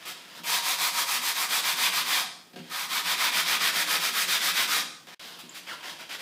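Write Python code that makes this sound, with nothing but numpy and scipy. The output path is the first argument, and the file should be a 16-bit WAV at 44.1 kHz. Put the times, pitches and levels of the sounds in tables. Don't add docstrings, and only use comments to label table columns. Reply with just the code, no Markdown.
import sys
import numpy as np
from scipy import signal
from scipy.fft import rfft, irfft
from scipy.io import wavfile

SR = 44100
rng = np.random.default_rng(int(sys.argv[2]) if len(sys.argv) > 2 else 0)


def wav_record(signal):
    frames = np.transpose(np.atleast_2d(signal))
    bounded = np.clip(frames, -1, 1)
    quanta = np.round(bounded * 32767).astype(np.int16)
    wavfile.write(sys.argv[1], SR, quanta)


N = 273861
TIME = np.arange(N) / SR

# frequency_hz, level_db
AIR_SPECTRUM = [(20, -8), (60, -7), (110, -7), (170, 1), (300, -3), (700, -12.5), (2000, -12), (6000, -21),
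                (15500, -20)]
# frequency_hz, t60_s
ROOM_DECAY = [(150, 0.45), (600, 0.7), (2000, 0.48), (5000, 0.62), (9000, 0.55), (15000, 0.21)]
# pitch_hz, level_db, t60_s
TABLE_MODES = [(165.4, -1.5, 0.36), (182.8, 1.5, 0.25), (245.3, 3, 0.19), (309.3, -2.5, 0.29),
               (378.6, -2, 0.28), (469, -5.5, 0.29), (535.4, -4, 0.33), (553, -4, 0.14), (721.6, 2.5, 0.18),
               (1610, -0.5, 0.12), (2950, -16, .15), (4440, -7, .15), (8200, -19, .15)]
# pitch_hz, width_hz, level_db
STRIP_MODES = [(1043, 95, -19), (1263, 56, -14), (1530, 210, -16), (1950, 420, -13.5), (2380, 300, -12.5),
               (3560, 480, -11)]
# pitch_hz, width_hz, level_db
RESONANCES = [(725, 63, -4), (945, 19, -1), (1200, 10, -43), (1808, 10, -25), (2500, 21, -29),
              (3174, 98, -7), (4850, 160, -8.5)]
# frequency_hz, level_db
PAPER_SPECTRUM = [(100, -23), (300, -7), (550, -6), (1000, -2), (1600, -1), (2400, -0.5), (3300, 1),
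                  (4200, -2.5), (5000, -3.5), (6200, -9.5), (9000, -14.5), (15500, -19)]
FIZZ_SPECTRUM = [(1500, -32), (4500, 0.5), (6500, 0), (8000, 1), (10000, -0.5), (13500, 0), (15500, -2.5)]
FLAT_SPECTRUM = [(100, -35), (400, -16), (600, -11.5), (740, -6), (860, -9.5), (1000, -6.5), (1450, 1.5),
                 (2400, 3), (2750, -2.5), (3500, 2), (4300, -1.5), (5100, -1.5), (6500, -8), (9000, -38.5)]
TILTED_SPECTRUM = [(100, -32), (400, -17), (600, -12), (740, -5), (860, -4.5), (980, 3), (1230, 1),
                   (1400, -6.5), (2450, 0), (2750, -6), (3500, 1.5), (5100, -3), (6500, -7), (9000, -19.5)]
# start_s, length_s, level_db
HAND_SHIFTS = [(-.05, 0.49, -50.5), (2.558, .13, -51), (5.072, 0.388, -48), (5.472, 0.81, -51)]
# start_s, length_s, from_hz, to_hz
SHEET_SQUEAK = (5.490, .012, 6000, 8200)
# start_s, length_s, from_hz, to_hz, width_hz, level_db
STRIP_SLIDES = [(2.189, 0.051, 1200, 744, 90, -46), (2.22, 0.061, 770, 720, 50, -48),
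                (5.68, 0.076, 2330, 1000, 520, -39.5)]
# start_s, level_db, contact_s, relative_click_db
BLOWS = [(.393, -45.5, .003, -16), (2.533, -49, 0.0007, -1), (2.560, -40.5, .0001, -3.5),
         (2.589, -30.5, .0055, -21), (3.352, -41, 0.0031, -20), (3.756, -44, .0016, -22),
         (5.070, -54, .0001, 9), (5.084, -57, .0001, 3), (5.43, -45.5, .0028, -22)]
# start_s, length_s, level_db, relative_fizz_db
LIGHT_PASSES = [(0.051, 0.077, -37, -1.5), (0.348, .065, -43.3, -6.5), (0.433, .05, -35.5, -2),
                (5.22, 0.11, -45, -6.5), (5.385, 0.034, -41.5, -4), (5.542, 0.057, -43, 0),
                (5.669, .085, -37, -20), (5.827, .11, -37, -17), (5.987, 0.055, -40, -23),
                (6.09, .075, -35, -12), (6.187, .06, -38, -9)]
# time_s, tilt_fraction, relative_fizz_db
GRIP_DRIFT = [(.55, 1.0, -4), (1.3, 0.68, -4), (2.15, 0.53, -6.6), (2.78, 0.67, -6.5), (3.2, 0.52, -8),
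              (3.7, 0.24, -7), (4.2, 0.12, -5), (4.75, 0, -6)]
# start_s, level_db
SANDING_STROKES = [(.448, -26), (0.612, -27), (0.764, -26), (.917, -27), (1.053, -26.5), (1.202, -27),
                   (1.335, -26.5), (1.477, -25), (1.617, -25.5), (1.749, -24.5), (1.908, -25), (2.038, -25),
                   (2.684, -31), (2.879, -26.9), (3.03, -25.5), (3.162, -23.5), (3.307, -24), (3.44, -24),
                   (3.584, -24), (3.716, -24.5), (3.853, -24.5), (3.99, -26), (4.114, -25.5), (4.262, -25),
                   (4.39, -25), (4.529, -24.5), (4.664, -25)]
ARM_STOPS = [2.26, 4.84]
# time_s, gain_db
DROPOUT = [(5.146, 0), (5.149, -26), (5.175, -27), (5.18, -40), (5.193, -40), (5.195, 0)]


def amp(db):
    return np.exp(np.asarray(db) * (np.log(10) / 20))


def unit(x):
    return x / np.sqrt(np.mean(x ** 2) + 1e-20)


def read(points, hz):
    frequency, value = np.transpose(points)
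    return np.interp(np.log(hz + 1), np.log(frequency + 1), value)


def add(mix, start_s, sound):
    part = mix[max(round(start_s * SR), 0):][:len(sound)]
    part += sound[:len(part)]


def gate(start_s, length_s, attack_s, release_s):
    return np.clip(np.minimum((TIME - start_s) / attack_s, 1 + (start_s + length_s - TIME) / release_s),
                   0, 1)


def wander(rate_hz):
    t = TIME[::32]
    hz = np.fft.rfftfreq(len(t), t[1])
    spectrum = rfft(rng.standard_normal(len(t))) / (1 + (hz / rate_hz) ** 4)
    return np.interp(TIME, t, unit(irfft(spectrum, len(t))))


def colour(x, spectrum, resonances=()):
    hz = abs(np.fft.fftfreq(8192, 1 / SR))
    peaks = sum(amp(db) / (1 + (2 * (hz - centre) / width) ** 2) for centre, width, db in resonances)
    gain = amp(read(spectrum, hz)) * (1 + peaks)
    taps = np.fft.ifft(np.exp(np.conj(signal.hilbert(np.log(gain))))).real
    return unit(signal.oaconvolve(x, taps[:len(taps) // 2])[:N])


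def resonate(x, hz, width_hz):
    carrier = np.exp(2j * np.pi * np.cumsum(hz) / SR)
    pole = np.exp(-np.pi * width_hz / SR)
    return unit((carrier * signal.lfilter([1.], [1, -2 * pole, pole * pole], x / carrier)).real)


def grit(per_s, spread_db):
    chance = np.clip(per_s / SR, 1e-3, 1)
    size = amp(spread_db * np.minimum(rng.exponential(1, N), 4.5))
    draw = rng.uniform(-1, 1, N)
    return unit(size * np.sign(draw) * (abs(draw) < chance) / np.sqrt(chance))


def still_air():
    return amp(-58) * colour(rng.standard_normal(N), AIR_SPECTRUM)


def workshop(x, wet_db, first_echo_s):
    t = TIME[:SR // 2]
    draw = rng.uniform(-1, 1, (3, len(t)))
    echoes = np.sign(draw) * (abs(draw) < 4000 / SR) * (t > first_echo_s)
    hz, age_s, bands = signal.stft(echoes, SR, nperseg=256)
    decay = amp(-60 * age_s / read(ROOM_DECAY, hz)[:, None])
    tails = signal.istft(bands * decay, SR, nperseg=256)[1]
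    tails /= np.linalg.norm(tails, axis=1, keepdims=True)
    shares = np.cos(np.pi * (7 * TIME + np.arange(3)[:, None] / 3)) * np.sqrt(2 / 3)
    wet = signal.fftconvolve(x * shares, tails, axes=1)[:, :N].sum(0)
    return (x + amp(wet_db) * wet) / np.hypot(1, amp(wet_db))


def table_ring():
    t = TIME[:SR // 3]
    return sum((-1) ** k * amp(db - 60 * t / t60_s) * np.sin(2 * np.pi * hz * t)
               for k, (hz, db, t60_s) in enumerate(TABLE_MODES))


def table_thrum(force):
    ring = table_ring()
    return signal.oaconvolve(force, ring / np.linalg.norm(ring))[:N]


def strip_bending(grains):
    out = np.zeros(N)
    for hz, width_hz, db in STRIP_MODES:
        b, a = signal.iirpeak(hz, hz / width_hz, fs=SR)
        swell = np.sin(wander(rate_hz=7.4))
        out += amp(db) * unit(signal.lfilter(b, a, grains) * swell)
    return out


def holding_hand():
    shifts = sum(amp(db) * gate(start_s, length_s, attack_s=.02, release_s=.02)
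                 for start_s, length_s, db in HAND_SHIFTS)
    return shifts * amp(1.6 * wander(rate_hz=11))


def squeak():
    start_s, length_s, from_hz, to_hz = SHEET_SQUEAK
    hz = np.linspace(from_hz, to_hz, round(length_s * SR))
    whistle = np.sqrt(2) * np.sin(2 * np.pi * np.cumsum(hz) / SR)
    out = np.zeros(N)
    add(out, start_s, amp(-40.5) * np.hanning(len(hz)) * whistle)
    return out


def slides():
    out = np.zeros(N)
    for start_s, length_s, from_hz, to_hz, width_hz, db in STRIP_SLIDES:
        hz = np.geomspace(from_hz, to_hz, round(length_s * SR))
        scrape = resonate(rng.standard_normal(len(hz)), hz, width_hz)
        add(out, start_s, amp(db) * signal.windows.tukey(len(hz), .5) * scrape)
    return out


def bumps():
    out, ring = np.zeros(N), table_ring()
    t = TIME[:len(ring)]
    crunch = colour(rng.standard_normal(N), PAPER_SPECTRUM)
    for start_s, db, contact_s, click_db in BLOWS:
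        force = np.hanning(round(contact_s * SR) + 3)
        thud = np.convolve(ring, force / force.sum())[:len(t)]
        click = crunch[round(start_s * SR):][:len(t)] * np.exp(-t / 0.02)
        add(out, start_s, amp(db) * (amp(-3.5) * thud + amp(click_db) * click))
    return out


def pass_envelopes():
    bite, thrum_db = .48, -18
    power = np.zeros((4, N))
    for start_s, length_s, db, fizz_db in LIGHT_PASSES:
        arch = np.sin(np.pi * np.clip((TIME - start_s) / length_s, 0, 1))
        speed = gate(start_s, length_s, attack_s=.0025, release_s=.013) * (bite + (1 - bite) * arch)
        power += np.outer(amp([0, db, db + fizz_db, db + thrum_db]), speed) ** 2
    return np.sqrt(power)


def brushing():
    speed, rasp, fizz, thrum = pass_envelopes()
    grains = grit(per_s=6000 + 8000 * speed, spread_db=2.5)
    hand = holding_hand()
    hiss = colour(grains, PAPER_SPECTRUM, RESONANCES) + amp(-4.5) * strip_bending(grains)
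    sheet = np.hypot(amp(-1.05) * rasp, amp(0.3) * hand) * hiss
    fibres = amp(-3) * fizz * colour(grit(per_s=6000, spread_db=1.5), FIZZ_SPECTRUM)
    force = np.hypot(amp(-4.5) * thrum, amp(-16.5) * hand) * grains
    return amp(0.3 * wander(rate_hz=110)) * (sheet + fibres) + table_thrum(force)


def stroke_envelopes():
    push_peak, pull_peak, coast_peak = .57, .51, .44
    overlap_s, push_fizz_db = .007, 0.5
    power = np.zeros((4, N))
    starts = np.array([start for start, _ in SANDING_STROKES])
    grip_s, tilts, fizzes_db = np.transpose(GRIP_DRIFT)
    for start, db in SANDING_STROKES:
        stop = min(s for s in ARM_STOPS if s > start)
        later = starts[(starts > start) & (starts < stop)]
        push = len(later) % 2 == 0
        if len(later):
            end, peak = later[0] + overlap_s, push_peak if push else pull_peak
        else:
            end, peak = stop, coast_peak
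        fastest = start + peak * (end - start)
        fizz_db = np.interp(fastest, grip_s, fizzes_db) + push_fizz_db * push
        tilt = np.interp(fastest, grip_s, tilts)
        thrum_db = np.interp(tilt, [0, 1], [-22, -27.5])
        span = slice(round(start * SR), round(end * SR))
        speed = np.sin(np.pi * np.interp(TIME[span], [start, fastest, end], [0, .5, 1])).clip(0)
        rasp = amp(db) * np.tanh(1.256 * speed ** 1.27) / np.tanh(1.3)
        fizz = amp(db + fizz_db) * speed ** 1.064
        thrum = amp(db + thrum_db) * speed ** 0.12
        power[:, span] += np.square([speed, rasp, fizz, thrum])
    return np.sqrt(power)


def sanding():
    speed, rasp, fizz, thrum = stroke_envelopes()
    grains = grit(per_s=3000 + 12000 * speed, spread_db=2.5)
    catch = amp(0.3 * wander(rate_hz=44))
    grip_s, tilts, _ = np.transpose(GRIP_DRIFT)
    tilt = np.interp(TIME, grip_s, tilts).clip(0, 1)
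    flat = colour(grains, FLAT_SPECTRUM, RESONANCES)
    hollow = colour(grains, TILTED_SPECTRUM, RESONANCES)
    scratch = (1 - tilt) * flat + tilt * hollow
    bending = strip_bending(grit(per_s=5000, spread_db=2.5))
    chatter = amp(0.42 * wander(rate_hz=71))
    wood = (amp(-1.04) * scratch + amp(-0.4) * bending) * chatter
    fibres = colour(grit(per_s=4000 + 14000 * speed, spread_db=2), FIZZ_SPECTRUM)
    return catch * (rasp * wood + amp(1.25) * fizz * fibres) + amp(-1.5) * table_thrum(thrum * grains)


def scene():
    bench = sanding() + brushing() + slides() + bumps() + squeak()
    mono = workshop(bench, wet_db=-6.5, first_echo_s=0.0055) + still_air()
    return np.array([mono, mono])


def record(dry):
    low_cut_hz, band_edge_hz = 129, 15550
    thin = signal.sosfilt(signal.butter(2, low_cut_hz, "highpass", fs=SR, output="sos"), dry)
    dropout = amp(np.interp(TIME, *np.transpose(DROPOUT)))
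    low_pass = signal.firwin(511, band_edge_hz, window=("kaiser", 9), fs=SR)
    return signal.oaconvolve(thin * dropout, low_pass[None], "same", axes=1)


dry = scene()
out = record(dry)
wav_record(out)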